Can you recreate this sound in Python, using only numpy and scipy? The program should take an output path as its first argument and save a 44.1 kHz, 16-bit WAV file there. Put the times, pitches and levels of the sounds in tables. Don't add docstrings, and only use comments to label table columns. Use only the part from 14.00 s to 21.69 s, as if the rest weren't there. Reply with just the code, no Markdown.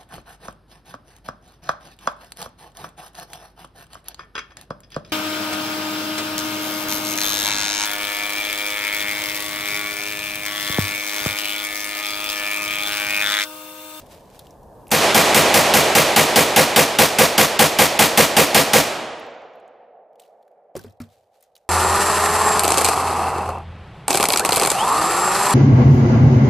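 import sys
import numpy as np
from scipy import signal
from scipy.fft import rfft, irfft, next_fast_len
from scipy.io import wavfile
from scipy.ndimage import uniform_filter1d, map_coordinates

SR = 44100
rng = np.random.default_rng(int(sys.argv[2]) if len(sys.argv) > 2 else 0)


def level_to_linear(level):
    exponent = np.asarray(level, float) / 20
    return 10 ** exponent


def persist_wave(psi):
    counts = np.round(np.clip(psi, -1, 1) * 32767).astype(np.int16)
    wavfile.write(sys.argv[1], SR, np.atleast_2d(counts).T)


N = 339129


def unit(x):
    return x / np.sqrt(np.mean(x ** 2) + 1e-20)


def along(points, hz):
    f, v = np.transpose(points)
    return np.interp(np.log(hz + 1), np.log(f + 1), v)


def curve(rows):
    return np.interp(np.arange(N) / SR, *np.transpose(rows))


def wobble(rate, size=N):
    knots = rng.standard_normal(int(size * rate / SR) + 4)
    return map_coordinates(knots, [np.arange(size) * rate / SR])


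def stereo(pair, spectrum, alike):
    size = pair.shape[-1]
    hz = np.fft.rfftfreq(size, 1 / SR)
    turn = np.arccos(np.clip(along(alike, hz), -1, 1)) / 2
    both = irfft(rfft(pair) * level_to_linear(along(spectrum, hz)) * [np.cos(turn), np.sin(turn)], size)
    middle, side = both[..., :1, :], both[..., 1:, :]
    return unit(middle + side * [[1], [-1]])


# pitch in Hz, share from 0 to 1.
SAME_EACH_SHOT = [(300, .95), (1500, .8), (5000, .45), (11000, .1)]


def echoes(length, t60, hold, spectrum, alike, count):
    size = next_fast_len(int(length * SR))
    noise = rng.standard_normal((count + 1, 2, size), np.float32)
    hz, t, z = signal.stft(noise, SR, nperseg=256)
    same = along(SAME_EACH_SHOT, hz)[:, None]
    z = np.sqrt(same) * z[:1] + np.sqrt(1 - same) * z[1:]
    z = z * level_to_linear(-60 * np.maximum(t - hold, 0) / along(t60, hz)[:, None])
    noise = signal.istft(z, SR, nperseg=256)[1][..., :size]
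    last_quarter_fade = np.minimum(1, np.arange(size)[::-1] / size * 4)
    return stereo(noise, spectrum, alike) * last_quarter_fade


def placed(sounds, times):
    out = np.zeros((2, N + SR))
    for sound, s in zip(sounds, times):
        room = out[:, max(round(s * SR), 0):][:, :sound.shape[-1]]
        room += sound[:, :room.shape[-1]]
    return out[:, :N]


# start in seconds, peak level in dB.
SHOTS = [(0.9145, -9.5), (1.1447, -7), (1.3445, -7), (1.5404, -7), (1.7373, -7), (1.9504, -6.5),
         (2.161, -6.5), (2.358, -6.5), (2.5611, -6), (2.7601, -6), (2.986, -6), (3.1855, -6), (3.3786, -6),
         (3.5911, -6), (3.787, -6), (3.9903, -6), (4.174, -5.5), (4.366, -6), (4.545, -6), (4.733, -6)]
# pitch in Hz, level in dB per Hz.
BLAST_COLOUR = [(18, -52.5), (30, -26.5), (134, -14.5), (210, -8), (374, -9), (473, -4.5), (822, -7),
                (1070, -9), (2230, -10.5), (3980, -16), (12000, -20), (14800, -21), (16000, -38)]
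# pitch in Hz, seconds to fall by 60 dB.
ROOF_T60 = [(100, 0.31), (500, 0.24), (2000, 0.25), (5000, 0.4), (11000, 0.26)]
# pitch in Hz, likeness from 0 to 1.
BLAST_ALIKE = [(60, 0.94), (180, 1), (550, 0.92), (1650, 0.86), (4970, 0.95), (15000, 0.95)]
# arrival in seconds, pitch in Hz, half length in seconds, level in dB.
ROOF_NOTES = [(0.01, 829.3, .007, -1), (.01, 661.5, .008, -5), (0.018, 234.2, 0.01, -6),
              (.03, 489.7, 0.0057, 4), (0.052, 521.7, .012, -5.5), (.035, 801.3, .008, -6),
              (0.049, 618.6, 0.012, -7.5), (0.06, 160, .02, -10), (.065, 1120, 0.0081, -8),
              (0.073, 680, .008, -6.5), (0.075, 287, 0.02, -11)]


def roof_notes(t, count):
    each_shot = (count, 1, 1)
    notes = 0
    for at, hz, span, level in ROOF_NOTES:
        loudness = level_to_linear(level + rng.normal(0, 1.8, each_shot))
        pitch = hz * (1 + rng.normal(0, .012, each_shot))
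        phase = 6 * rng.random((2, 1)) * [[1], [.1]]
        swell = np.exp(-((t - at) / span) ** 2)
        notes = notes + loudness * np.sin(2 * np.pi * pitch * t + phase) * swell
    notes = notes[:, :1] + level_to_linear(-12) * notes[:, 1:] * [[1], [-1]]
    return notes * level_to_linear(rng.normal(0, .81, each_shot))


def blast():
    s, db = np.transpose(SHOTS)
    near = echoes(.3, ROOF_T60, .039, BLAST_COLOUR, BLAST_ALIKE, count=len(s))
    t = np.arange(near.shape[-1]) / SR
    low = uniform_filter1d(near, size=15)
    crack = (near - low) * (1 - np.exp(-t / .0008)) * (1 + .5 * np.exp(-t / .004))
    body = level_to_linear(-1) * low * (1 - np.exp(-(t / .0042) ** 2))
    near = (crack + body) * level_to_linear(1.3 * wobble(250, size=len(t)) + 1.34 - 19 * t)
    boom = np.sin(2 * np.pi * 105 * t) * np.exp(-t / .017)
    hollow = level_to_linear(4) * roof_notes(t, len(s)) + level_to_linear(-6) * boom
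    near = near + hollow * (1 - np.exp(-(t / .004) ** 2))
    return placed(near * level_to_linear(db - db.mean() - 18)[:, None, None], s - .0005)


# pitch in Hz, level in dB per Hz.
TREES_COLOUR = [(18, -56.5), (30, -32), (98, -13.5), (355, -4), (426, -2.5), (684, -1.5), (1540, -9),
                (2750, -9), (7270, -17), (14000, -27.5), (16000, -42.5)]
# pitch in Hz, seconds to fall by 60 dB.
TREES_T60 = [(60, 1.7), (200, 1.6), (600, 2.3), (2000, 1.85), (5000, 1.12), (9000, 0.83), (14000, .7)]
# pitch in Hz, likeness from 0 to 1.
ECHO_ALIKE = [(60, 0.93), (180, 1.0), (550, 0.97), (1650, 0.87), (4970, 0.85), (15000, 0.88)]


def trees():
    wash = echoes(1.5, TREES_T60, .12, TREES_COLOUR, ECHO_ALIKE, count=3)
    t = np.arange(wash.shape[-1]) / SR
    wash = level_to_linear(-21) * wash * (1 - np.exp(-(t / .083) ** 2))
    in_turn = [wash[k % len(wash)] for k in range(len(SHOTS))]
    return placed(in_turn, np.transpose(SHOTS)[0])


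# pitch in Hz, level in dB per Hz.
SLOPE_COLOUR = [(71, -70), (120, -39.5), (156, -22), (320, -21), (480, -1), (760, 0), (1000, -19),
                (2290, -35.5), (4000, -57.5), (8800, -120)]


def slope():
    t = np.arange(4 * SR) / SR
    lumps = level_to_linear(2.2 * wobble(60, size=len(t)) + 1.8 * wobble(6.8, size=len(t)))
    roll = stereo(lumps * rng.standard_normal((2, len(t))), SLOPE_COLOUR, ECHO_ALIKE)
    roll = roll * level_to_linear(-27.5 - 60 * t / 6.53) * (1 - np.exp(-t / .18))
    return placed([roll] * len(SHOTS), np.transpose(SHOTS)[0])


def bolt():
    delay_s, scatter_s, level_db, ring_hz, t60_s = .093, .002, -24, 5600, .028
    rows = []
    for s, _ in SHOTS:
        late, loud, high = rng.standard_normal(3)
        rows.append((s + delay_s + scatter_s * late, level_db + 2.5 * loud, ring_hz * 2 ** (.2 * high), t60_s, 0))
    return rows


# start in seconds, peak level in dB, main ring in Hz.
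CLICKS = [(0.0014, -37.5, 5700), (0.0653, -46, 9470), (0.3925, -33, 3660), (.393, -37, 10800),
          (0.4688, -40, 3230), (0.5077, -40, 5500), (0.631, -51, 5510), (0.8694, -40, 2640),
          (0.8805, -36, 10200), (6.1314, -68, 3270), (6.1564, -59, 3270), (6.1973, -39, 3400),
          (6.199, -41, 8000), (6.4273, -57, 3600), (6.4794, -55.5, 1500), (6.5144, -66, 2500),
          (6.7645, -28, 5730), (6.7751, -34, 9120), (6.7925, -33, 5200), (6.8384, -40, 3560),
          (6.9718, -65, 3810), (7.0174, -37.5, 5330), (7.0394, -48, 3570), (7.4265, -44, 12000),
          (7.5537, -41, 4250), (7.564, -41.5, 3260), (7.5777, -49, 6530)]
# start in seconds, first level in dB, ring in Hz,
# loss in dB at each contact, number of contacts.
RATTLES = [
    (6.2194, -49, 3320, 3, 5),
    (6.8134, -41.5, 3580, 8, 3),
    (6.8628, -50, 4000, 1.5, 5),
    (7.0894, -57, 3500, 1, 3),
    (7.4075, -49, 7600, .6, 3),
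]


def contacts():
    gap_s, scatter_s, scatter_octaves = .015, .002, .25
    rows = []
    for s, db, hz, loss_db, count in RATTLES:
        for k in range(round(count)):
            start = s + k * gap_s + scatter_s * rng.normal() * (k > 0)
            rows.append((start, db - k * loss_db, hz * 2 ** (scatter_octaves * rng.normal())))
    rows = np.vstack([CLICKS, rows])
    t60_s = np.full(len(rows), .022)
    pan_db = 1.5 * rng.standard_normal(len(rows))
    return np.column_stack([rows, t60_s, pan_db])


# start in seconds, peak level in dB, main ring in Hz,
# seconds to fall by 60 dB, left-right difference in dB.
TICKS = [
    (4.234, -24, 5600, .03, 0),
    (5.196, -45, 11000, .04, 0),
    (5.222, -61, 11010, .02, 2),
    (5.265, -55, 12000, .05, 0),
    (5.418, -57, 6000, .04, 0),
    (5.535, -61, 5500, .02, -1.5),
    (5.554, -58, 12400, .04, -3),
    (5.6, -60, 8000, .02, 0),
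    (5.678, -58, 7000, .025, 0),
]
# start in seconds,
# peak level in dB, main ring in Hz, seconds to fall by 60 dB, left-right difference in dB.
HAMMER = [
    (.892, -42, 2600, 0.036, 0.011),
    (.907, -25, 7500, 0.042, 0),
    (.906, -27, 820, .05, 0),
    (.906, -33, 2200, .04, 0),
    (6.753, -39.5, 3000, .03, -1),
    (7.002, -35, 2400, .025, 0),
    (7.003, -40, 1200, .03, 0),
]
# start in seconds, level in dB.
PINGS = [
    (1.203, -24),
    (2.012, -31),
    (2.815, -29),
    (3.44, -31),
    (4.05, -32),
]


def clicks():
    t = np.arange(SR // 10) / SR
    table = np.vstack([contacts(), TICKS, HAMMER, bolt()])
    out = []
    for s, db, hz, t60, pan_db in table:
        crack = signal.lfilter([1, -.6], [1], rng.standard_normal(len(t)))
        band = signal.lfilter(*signal.iirpeak(hz, 5.5, fs=SR), crack)
        tick = 1.3 * band + .22 * (hz / 6000) ** 1.3 * crack
        tick = tick * level_to_linear(-60 * t / t60) * (1 - np.exp(-t / .0004))
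        tick = tick / np.abs(tick).max()
        out.append(level_to_linear(db + 1 + pan_db * np.array([[.5], [-.5]])) * tick)
    ping_hz, ping_t60_s = 12650, .15
    ping = np.sin(2 * np.pi * ping_hz * t) * level_to_linear(-60 * t / ping_t60_s) * (1 - np.exp(-t / .003))
    out += [level_to_linear(db) * ping * np.ones((2, 1)) for _, db in PINGS]
    return placed(out, list(table[:, 0] - .0005) + [s for s, _ in PINGS])


# start in seconds, peak level in dB, note in Hz,
# seconds to fall by 60 dB, level of the ground thud in dB.
KNOCKS = [
    (6.753, -19.5, 530, 0.038, -31),
    (6.765, -23.5, 377, 0.067, -20),
    (6.793, -40, 1540, 0.045, -20),
    (6.845, -29, 415, 0.057, -11),
    (6.865, -37.5, 240, .08, -14),
    (7.003, -27.5, 246, .15, -9.5),
]


def magazine():
    t = np.arange(SR // 2) / SR
    out = []
    for s, db, hz, t60, thud_db in KNOCKS:
        sagging_t = (.9 * t + .1 * .02 * (1 - np.exp(-t / .02))) / .97
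        note = np.sin(2 * np.pi * hz * sagging_t)
        note = note + .33 * np.sin(2 * np.pi * .626 * hz * t)
        puff = uniform_filter1d(rng.standard_normal(len(t)), size=14)
        puff = .67 * (puff - uniform_filter1d(puff, size=300))
        knock = (note + puff) * level_to_linear(-60 * t / t60) * (1 - np.exp(-t / .0007))
        thump = level_to_linear(-60 * (t / .13) ** 2)
        rough_tail = wobble(70, size=len(t)) * level_to_linear(-17 - 60 * t / .6)
        thud = np.sin(2 * np.pi * 98 * t) * (thump + rough_tail)
        thud = thud * level_to_linear(thud_db + 3 * wobble(35, size=len(t))) * (1 - np.exp(-t / .01))
        shed = uniform_filter1d(rng.standard_normal((2, len(t))), size=60)
        shed = shed - uniform_filter1d(shed, size=400)
        shed = shed * level_to_linear(-1.5 - 60 * t / .3) * (1 - np.exp(-t / .006))
        out.append(level_to_linear(db) * (knock + thud + shed))
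    return placed(out, np.transpose(KNOCKS)[0])


# pitch in Hz, level in dB per Hz.
CLOTH_COLOUR = [(710, -32.5), (1200, -4), (3830, -2.5), (5710, -6), (12300, -10), (15200, -14),
                (16000, -30.5)]
# time of the peak in seconds, peak level in dB,
# seconds to swell by 20 dB, seconds to fade by 20 dB.
RUBS = [(0, -51, .05, 0.1), (.125, -48, .07, .08), (.13, -56, .3, .45), (.37, -55, .2, .25),
        (.8, -71, .4, .3), (6.2, -61, .015, .13), (6.4, -84, .4, .5), (6.76, -51.5, .01, .12),
        (7.01, -59, .01, .1), (7.13, -64, .1, .17), (7.35, -69, .06, .25), (7.43, -65, .04, .08),
        (7.56, -68, .01, .12), (7.66, -84, .2, .3)]


def rustle():
    t = np.arange(N) / SR
    rubs = [db - 20 * np.maximum((t - s) / fade, (s - t) / swell) for s, db, swell, fade in RUBS]
    level = level_to_linear(np.max(rubs, axis=0))
    grain = level_to_linear(1.3 * wobble(90) + 2.3 * wobble(500))
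    return level * stereo(grain * rng.standard_normal((2, N)), CLOTH_COLOUR, [(1000, .68)])


# pitch in Hz, level in dB per Hz.
AIR_COLOUR = [(15, -36), (25, -8.5), (64, -3.5), (373, -11.5), (531, -6.5), (1000, -12), (1350, -29),
              (1740, -28), (2110, -44), (2840, -43.5), (13600, -39.5), (16000, -49.5)]
# pitch in Hz, likeness from 0 to 1.
AIR_ALIKE = [(60, 1), (240, 0.88), (950, 0.91), (3770, 0.34), (15000, 0.92)]


def air():
    return level_to_linear(-45.5 + 1.5 * wobble(4.1)) * stereo(rng.standard_normal((2, N)), AIR_COLOUR, AIR_ALIKE)


# time in seconds, gain in dB.
CAMERA_GAIN = [(0, 0), (.95, 0), (1.4, -1.5), (1.9, -3.5), (2.4, -6), (2.9, -9), (3.5, -10), (4.2, -9.5),
               (4.8, -9.5), (5.5, -15.5), (6.5, -16.5), (7.7, -12.5)]


def scene():
    gain_db = curve(CAMERA_GAIN)
    duck = np.zeros(N)
    for s, _ in SHOTS:
        duck[round((s - .003) * SR):round((s + .04) * SR)] = 1
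    duck_db = uniform_filter1d(duck, size=150) * (-9 - .7 * gain_db)
    answers = (trees() + slope()) * level_to_linear([[-.6], [.6]])
    far = answers + level_to_linear(1.6 * gain_db) * air()
    return blast() + level_to_linear(gain_db + duck_db) * far + rustle() + clicks() + magazine()


# sudden onset in seconds, length of the gap just ahead of
# it in seconds, pitch in Hz above which sound nearly vanishes.
DROPOUTS = [
    (1.7373, .013, 10500),
    (2.7601, .008, 9000),
    (2.986, .008, 7500),
    (3.1856, .006, 9000),
    (3.3787, .012, 8000),
    (3.5911, .015, 8000),
    (3.9903, .009, 6000),
    (4.733, .006, 9000),
    (7.001, .012, 1800),
    (7.552, .008, 2000),
]


def starved(x):
    out = x.copy()
    for s, length, edge_hz in DROPOUTS:
        start, end = round((s - .001 - length) * SR), round((s - .001) * SR)
        size = end - start
        part = x[:, start:end] * signal.windows.tukey(size, .3)
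        treble = irfft(rfft(part) * (np.fft.rfftfreq(size, 1 / SR) > edge_hz), size)
        out[:, start:end] -= .95 * treble
    return out


def band_limit(x):
    return signal.sosfilt(signal.butter(12, 16630, fs=SR, output="sos"), x)


def record(dry):
    top, knee, edge_hz = .97, 4.5, 15500
    wet = dry / (1 + np.abs(dry / top) ** knee) ** (1 / knee)
    hz, _, z = signal.stft(wet, SR, nperseg=1024)
    power = np.mean(np.abs(z) ** 2, 0)
    total = power.mean(0)
    faint = uniform_filter1d(power, size=6, axis=0) < level_to_linear(-46) * total
    masked = faint & (hz[:, None] > 7500) & (total > level_to_linear(-150))
    edge_db = -30 * np.clip((hz - edge_hz) / 400 + .5, 0, 1)[:, None]
    wet = signal.istft(z * level_to_linear(edge_db - 14 * masked), SR, nperseg=1024)[1][:, :N]
    return band_limit(starved(wet))


dry = scene()
out = record(dry)
persist_wave(out)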